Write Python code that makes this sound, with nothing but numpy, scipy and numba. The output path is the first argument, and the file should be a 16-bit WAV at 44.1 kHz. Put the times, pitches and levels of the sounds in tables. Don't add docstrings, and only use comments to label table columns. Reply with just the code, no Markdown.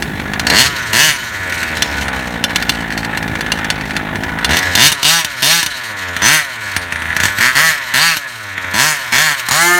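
import sys
import numpy as np
from scipy import signal
from scipy.fft import rfft, irfft
from scipy.io import wavfile
from numba import njit

SR = 44100
rng = np.random.default_rng(int(sys.argv[2]) if len(sys.argv) > 2 else 0)


def field_ratio(decibels):
    return 10 ** (np.asarray(decibels, dtype=float) / 20)


def file_out(sig):
    cols = np.atleast_2d(sig).T
    lim = np.clip(cols, -1, 1)
    pcm = np.round(lim * 32767).astype(np.int16)
    wavfile.write(sys.argv[1], SR, pcm)


N = 431735

# pitch_hz, level_db (per Hz)
CRACK_SPECTRUM = [(1530, -23.5), (2600, -0.5), (2850, 1.5), (4390, 3), (4920, 2), (6380, -5), (7480, -6.5),
                  (12200, -9), (16000, -15.5)]
# pitch_hz, level_db (per Hz)
BARK_SPECTRUM = [(380, -25.5), (650, -22.5), (867, -7.5), (989, -14.5), (1220, -2.5), (1770, 8), (2190, 2),
                 (2450, -1.5), (2900, -9.5), (3770, -10.5), (6380, -120)]
# pitch_hz, level_db (per Hz)
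THROB_SPECTRUM = [(35, -86), (60, 13.5), (164, 12), (347, 8.5), (497, -9.5), (644, 10), (800, -2.5),
                  (1040, 10.5), (1760, -120)]


def exhaust():
    crack, bark, throb = firings()
    blast = bursts(crack, .05, .84, .22, reach=.22)
    barking = bursts(bark, .05, .88, .06, reach=.2)
    edge = np.convolve(blast, [1, -2, 1], "same")
    blast = blast - 0.0037 * (crank()[0] - 75) * edge
    snap = 0.13 * bark
    bright = field_ratio(-7.5) * colour(blast, CRACK_SPECTRUM) + can(blast) + colour(barking + snap, BARK_SPECTRUM)
    return bright + verge(bright) + colour(throb, THROB_SPECTRUM)


# start_s, end_s, crack_level_db, bark_over_crack_db, fade_s
BLIPS = [(0.518, 0.681, -4.5, -7, 0.075), (0.931, 1.163, -7, -6.5, 0.068), (4.492, 4.56, -3, -5.5, .012),
         (4.769, 4.907, -4, -7.5, 0.039), (5.045, 5.232, -10, -11, 0.034),
         (5.423, 5.613, -10, -11.5, 0.021), (6.219, 6.429, -6, -3.5, 0.076),
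         (7.404, 7.52, -11.5, 2.5, 0.039), (7.554, 7.766, -11, -0.5, 0.064), (7.939, 8.151, -11, -1.8, .01),
         (8.738, 8.976, -7.5, -6.5, 0.076), (9.123, 9.356, -10.5, -1.5, 0.035),
         (9.51, 9.85, -10, -10, 0.012)]
# start_s, peak_db
IDLE_POPS = [(2.44, 2), (2.5062, -18), (2.5591, 2), (2.625, -6), (2.6939, 4.5), (2.9047, -17),
             (2.9239, -14), (2.9767, -8), (3.031, -21.5), (3.048, -11), (3.1739, -8.5), (3.2273, -13),
             (3.279, -17), (3.3542, -14), (3.4089, -6.5), (3.463, -18), (3.5192, -0.5), (3.5886, -16),
             (3.6453, -11), (3.7022, -0.5), (3.8105, -16), (3.9081, -14.5), (3.9658, -5), (4.157, -13.5),
             (4.2359, -10), (4.2923, -19), (4.3878, -16)]
# start_s, peak_db
STRAY_POPS = [(0.0234, -7), (0.199, -18), (0.3353, -10), (0.396, -2), (0.4688, 2.5), (0.5008, 3),
              (1.5234, -12.5), (1.63, -9), (1.7704, -9.5), (1.8221, 2), (1.9816, -19), (2.0222, -18),
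              (2.0821, -13.5), (4.446, 3), (6.1654, -8.5), (6.7644, 0.1), (6.9235, -10), (6.9587, -15),
              (7.0206, -14), (7.1043, -22), (7.1287, -23), (7.1655, -2), (7.202, -1.5), (7.235, 1),
              (7.2548, -0.5), (7.283, -16), (8.579, -17), (8.6446, -20), (7.056, -20), (7.386, -4.5)]
# start_s, peak_db
BANGS = [(4.569, 2.5), (4.589, -2), (4.6294, -9.5), (4.7524, 8), (4.9184, -3), (4.9242, -1), (5.03, 1),
         (5.247, -1.5), (5.6296, -2), (5.6624, -1.5), (8.1623, -16), (8.169, -5.5), (9.4867, 1)]


def firings():
    trains = np.zeros((3, N))
    slow_hz = np.maximum(122.5 - crank()[0], 0)
    every_turn = turns(1.0)
    for first, last, crack_db, bark_db, fade_s in BLIPS:
        span = slice(round(first * SR), min(round(last * SR), N))
        time = np.arange(span.start, span.stop) / SR
        fading = np.clip(1 - (last - time) / max(fade_s, 1 / SR), 0, 1)
        sag_db = 37 * (time - first)
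        loss_db = 0.36 * slow_hz[span] + sag_db + 13.5 * fading
        bark_over_db = bark_db + 0.37 * loss_db
        throb_over_db = -13 + 0.29 * slow_hz[span]
        gains = field_ratio(crack_db - loss_db + np.array([0 * time, bark_over_db, throb_over_db]))
        trains[:, span] += gains * every_turn[span]
        trains[:, span.start] += gains[:, 0] * field_ratio(21.5)
    side = side_on()
    for pops, sharp in (([*IDLE_POPS, *STRAY_POPS], False), (BANGS, True)):
        for start_s, peak_db in pops:
            at = round(start_s * SR)
            bark_db = -8.5 if sharp else -3 + 7.5 * side[at]
            bark_db -= 0.73 * peak_db
            trains[:, at] += field_ratio([peak_db + 14.0, peak_db + bark_db + 12.5, peak_db + .5 * bark_db + 5.0])
    return trains


# pitch_hz, width_hz, nose_on_level_db, side_on_level_db
CAN_MODES = [(1150, 387, -19.5, -4.5), (2900, 55, 6.5, -18), (3116, 450, -1.5, -33), (3597, 77, 3.5, -19.5),
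             (4230, 58, 2.5, -6), (4590, 39, 5, -43), (5560, 30, -0.5, -10), (6074, 130, -3, -4.5),
             (6690, 150, -23, 0), (7780, 180, -18, -19), (9280, 17, -9.5, -2)]


def can(blast):
    out, side = np.zeros(N), np.clip(side_on(), 0, 1)
    heat = 1 + .045 * (crank()[0] - 110) / 100
    for hz, width_hz, nose_db, side_db in CAN_MODES:
        wander_db = 2.5 * drift(1.5)
        gain_db = nose_db + side * (side_db - nose_db) + 10.5 + wander_db
        out += field_ratio(gain_db) * resonate(blast, hz * heat, width_hz)
    return out


# delay_s, level_db
BANK_ECHOES = [
    (0.025, -33),
    (.055, -18),
]


def verge(x):
    dull = signal.lfilter([.45], [1, -.55], x)
    return sum(field_ratio(db) * np.pad(dull, (round(delay_s * SR), 0))[:N] for delay_s, db in BANK_ECHOES)


# multiple_of_crank_rate, level_db
SONG = [(1, -14), (2, -9), (3, -21), (4, -11.5), (5, -7), (6, -12), (7, -5), (8, -4.5), (9, -3), (10, -3),
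        (11, -10), (12, -4.5), (13, -12)]


def crank_lines():
    thin = 8
    speed, load = [curve[::thin] for curve in crank()]
    level_db = -39.5 + 9 * side_on()[::thin] + 9 * load + 0.36 * (speed - 150)
    phase = 2 * np.pi * np.cumsum(speed) * thin / SR
    lines = np.zeros(len(phase))
    for multiple, db in SONG[1:]:
        swell = field_ratio(db + 3.2 * drift(6.3)[::thin])
        lines += swell * np.sin(round(multiple) * phase + rng.uniform(0, 2 * np.pi))
    return signal.resample_poly(field_ratio(level_db) * lines, thin, 1)[:N]


# pitch_hz, level_db (per Hz)
PUMP_SPECTRUM = [(53, -25), (90, -4.5), (160, -3), (230, 0), (310, -1), (390, -12), (450, 0), (560, -5.5),
                 (700, -3.5), (850, -1), (1050, -21.5), (1760, -103)]
# pitch_hz, level_db (per Hz)
RATTLE_SPECTRUM = [(320, -40.5), (550, -8), (829, -19), (920, -0.5), (1260, -4.5), (1500, 6.5),
                   (1620, -7.5), (1670, 8.5), (1770, 6), (2900, -10), (3770, -10), (6380, -120)]
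# pitch_hz, level_db (per Hz)
HISS_SPECTRUM = [(1530, -14), (2600, 1.5), (3070, 7.5), (3470, -12.5), (3720, 3.5), (4200, 5.5), (4850, -4),
                 (6380, -1.5), (7480, -6.5), (9120, -7), (10300, -16.5), (13000, -10), (16000, -24)]


def unfired():
    speed, load = crank()
    tone_db, pump_db, rattle_db, hiss_db = running_db(speed, load)
    lumpy = np.clip((85 - speed) / 30, 0, 1)
    tone = np.sqrt(2) * np.sin(2 * np.pi * np.cumsum(speed) / SR)
    strokes = turns(1.2)
    pump = colour(bursts(strokes, .05, .85, .03 + .05 * lumpy, reach=.3), PUMP_SPECTRUM)
    rattle = colour(bursts(turns(1.5), .1, .6, .12 + .48 * lumpy, reach=.45), RATTLE_SPECTRUM)
    hiss = colour(bursts(turns(2.5), .1, .6, .5, reach=.3), HISS_SPECTRUM)
    thump = signal.sosfilt(signal.butter(3, [125, 293], "band", fs=SR, output="sos"), strokes)
    lows = signal.sosfiltfilt(signal.butter(3, 497, fs=SR, output="sos"), pump)
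    pump += lumpy ** 2 * (thump / thump.std() - lows)
    hiss -= 0.6 * side_on() * np.convolve(hiss, [1, -2, 1], "same")
    metal = field_ratio(rattle_db + 0.42 * drift(11.5)) * rattle
    air = field_ratio(hiss_db + 2.56 * drift(5.7)) * hiss
    return field_ratio(tone_db + 2.4 * drift(10)) * tone + field_ratio(pump_db) * pump + metal + air


# crank_rate_hz, tone_level_db, pump_level_db, rattle_level_db, hiss_level_db
RUNNING = [(53.4, -41.5, -29, -27, -41.5), (66, -30.5, -25, -23.5, -31.5), (91, -30, -29, -21, -29.5),
           (110, -33, -33.5, -23, -26.5), (141, -55, -39, -23.5, -26.5), (167, -39, -39.5, -22.5, -20)]
LOAD_DB = [3.2, 3.3, 2.6, 7.2]
SHADE_DB = [-6.5, -13.5, -3, -11]
# start_s, level_db
NEARNESS = [(0, -1), (.5, 5), (1.2, -1.5), (1.8, 1), (2.7, 2.5), (3.5, 3.7), (4.5, 2.4), (5.2, -2),
            (6.1, -1), (7, -0.1), (7.6, 3.5), (8.4, -4.5), (8.9, 2.5), (9.5, 2.5), (9.79, -1.5)]


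def running_db(speed, load):
    hz, *layers = np.transpose(RUNNING)
    side, near_db = side_on(), in_time(NEARNESS)[0]
    return [np.interp(speed, hz, db) + load_db * load ** 2 + shade_db * side + near_db
            for db, load_db, shade_db in zip(layers, LOAD_DB, SHADE_DB)]


# open_s, shut_s, target_crank_rate_hz
THROTTLE = [(0.447, 0.651, 151.2), (0.895, 0.992, 230.5), (4.429, 4.568, 99), (4.711, 4.826, 245.2),
            (4.975, 5.126, 173.9), (5.371, 5.522, 179.3), (6.168, 6.289, 258), (7.14, 7.266, 105.1),
            (7.335, 7.461, 138), (7.498, 7.612, 177.2), (7.89, 8.021, 185.2), (8.693, 8.833, 175.4),
            (9.084, 9.191, 180.5), (9.435, 9.9, 177.4)]


def throttle(time):
    opens, shuts, _ = np.transpose(THROTTLE)[:, :, None]
    open_s, shut_s = .093, .081
    return np.clip(np.minimum((time - opens) / open_s, 1 - (time - shuts) / shut_s), 0, 1)


# start_s, crank_rate_hz
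REST = [(0, 47.3), (.2, 45.97), (.45, 67.9), (.9, 78.84), (1.6, 76.2), (1.9, 67.46), (2.3, 53.9),
        (3.1, 50.07), (3.9, 47.2), (4.35, 54.04), (4.7, 79.6), (6.1, 80.25), (7.1, 79.43), (8.6, 86.13),
        (9.79, 63.8)]


def crank():
    steps = 250
    pull_hz_per_s, pull_knee_hz = 709, 37.94
    drag_hz_per_s, drag_knee_hz = 239, 40.85
    time = np.arange(N * steps // SR + 2) / steps
    opening = throttle(time)
    load = opening.max(axis=0)
    top = np.array(THROTTLE)[opening.argmax(axis=0), 2]
    rest, kicks = np.interp(time, *np.transpose(REST)), np.zeros(len(time))
    start_s, peak_db = np.transpose(IDLE_POPS)
    kicks[(start_s * steps).astype(int)] = 2.7 * field_ratio(.4 * peak_db)
    speed = [54.82]
    for share, goal, low, kick in zip(load, top, rest, kicks):
        pull = share * pull_hz_per_s * np.tanh((goal - speed[-1]) / pull_knee_hz)
        drag = (1 - share) * drag_hz_per_s * np.tanh((speed[-1] - low) / drag_knee_hz)
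        speed.append(speed[-1] + (pull - drag) / steps + kick)
    return [np.interp(np.arange(N) / SR, time, curve) for curve in (speed[:-1], load)]


def turns(uneven_db):
    speed = crank()[0]
    at = np.interp(np.arange(int(speed.sum() / SR)), np.cumsum(speed) / SR, np.arange(N))
    stumble = .00022 * SR * np.clip((85 - speed[at.astype(int)]) / 30, .04, 1)
    at = np.abs(at + stumble * rng.standard_normal(2000)[:len(at)])
    sample = at.astype(int)
    size = np.sqrt(SR / speed[sample]) * field_ratio(uneven_db * rng.standard_normal(2000)[:len(at)])
    clicks = np.zeros(N + 1)
    clicks[sample] = size * (1 - at % 1)
    clicks[sample + 1] = size * (at % 1)
    return clicks[:N]


def bursts(clicks, t60, scatter, rough, reach):
    wake = signal.unit_impulse(SR // 8)
    for lag in (reach * t60 * SR * np.array([.02, .035, .06, .1])).astype(int) + 2:
        taps = np.zeros(lag + 1)
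        taps[[0, lag]] = 1, np.clip(scatter, 0, .9)
        wake = signal.lfilter(taps[::-1], taps, wake)
    fade = field_ratio(-60 * np.arange(SR // 8) / SR / t60)
    power = signal.oaconvolve(clicks ** 2, fade ** 2 / np.sum(fade ** 2))[:N]
    fresh = np.sqrt(np.abs(power)) * rng.standard_normal(N)
    return np.sqrt(1 - rough) * signal.oaconvolve(clicks, wake)[:N] + np.sqrt(rough) * fresh


# start_s, side_on_share (0-1)
FACING = [(0, 0), (1, 0.31), (2.5, 0.06), (4.4, 0.11), (5.6, 0.19), (6.3, 0.38), (7.6, 0.63), (8.1, 0.28),
          (8.9, 0.62), (9.35, 0.74), (9.6, 1)]


def side_on():
    return in_time(FACING)[0]


def interference(x, depth_db):
    patches_hz = np.geomspace(420, 14000, 26)
    return x + sum((field_ratio(depth_db * drift(2.23)) - 1) * resonate(x, hz, 0.048 * hz) for hz in patches_hz)


# pitch_hz, level_db (per Hz)
WIND_SPECTRUM = [(20, -21), (45, -7), (70, 5), (140, 1), (400, -5), (900, -33.5)]
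# start_s, level_db
GUSTS = [
    (0.0, -34.5),
    (0.52, -42),
    (1.28, -48),
    (3.46, -41.5),
    (4.88, -42),
    (5.1, -57),
    (6.9, -57),
    (7.53, -50),
    (8.18, -65),
    (9.79, -52),
]


def wind():
    level_db = in_time(GUSTS)[0] + 11.0 + 2 * drift(0.83)
    return field_ratio(level_db) * colour(rng.standard_normal(N), WIND_SPECTRUM)


def in_time(rows):
    start_s, *columns = np.transpose(rows)
    return [np.interp(np.arange(N) / SR, start_s, column) for column in columns]


def drift(rate):
    knots = rng.standard_normal(int(N / SR * 60) + 2)
    r = np.exp(-2 * np.pi * rate / 60)
    slow = signal.lfilter([1], [1, -r], knots)
    return np.interp(np.arange(N) / SR * 60, np.arange(len(slow)), slow / slow.std())


def colour(x, spectrum):
    hz, level_db = np.transpose(spectrum)
    grid_hz = np.maximum(np.arange(4097) * SR / 8192, 1)
    curve_db = np.clip(np.interp(np.log(grid_hz), np.log(hz), level_db), -70, 30)
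    cepstrum = irfft(np.log(field_ratio(curve_db)))
    cepstrum[1:4096] *= 2
    cepstrum[4097:] = 0
    response = irfft(np.exp(rfft(cepstrum)))
    return signal.oaconvolve(x, response / np.linalg.norm(response))[:N]


def resonate(x, hz, width_hz):
    r = np.exp(-np.pi * width_hz / SR)
    return gliding(x, 2 * r * np.cos(2 * np.pi * hz / SR) * np.ones(N), r)


@njit
def gliding(x, bend, r):
    y = np.zeros(len(x))
    for i in range(2, len(x)):
        y[i] = (1 - r) * (x[i] - x[i - 2]) + bend[i] * y[i - 1] - r * r * y[i - 2]
    return y


def scene():
    engine = interference(unfired() + exhaust(), depth_db=3.2)
    return (engine + crank_lines() + wind())[None]


def roll_off(x):
    return signal.sosfilt(signal.butter(12, 16270, fs=SR, output="sos"), x)


def record(dry):
    top, knee = 1.0, 6
    mix = dry / (1 + np.abs(dry / top) ** knee) ** (1 / knee)
    return roll_off(mix)


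dry = scene()
out = record(dry)
file_out(out)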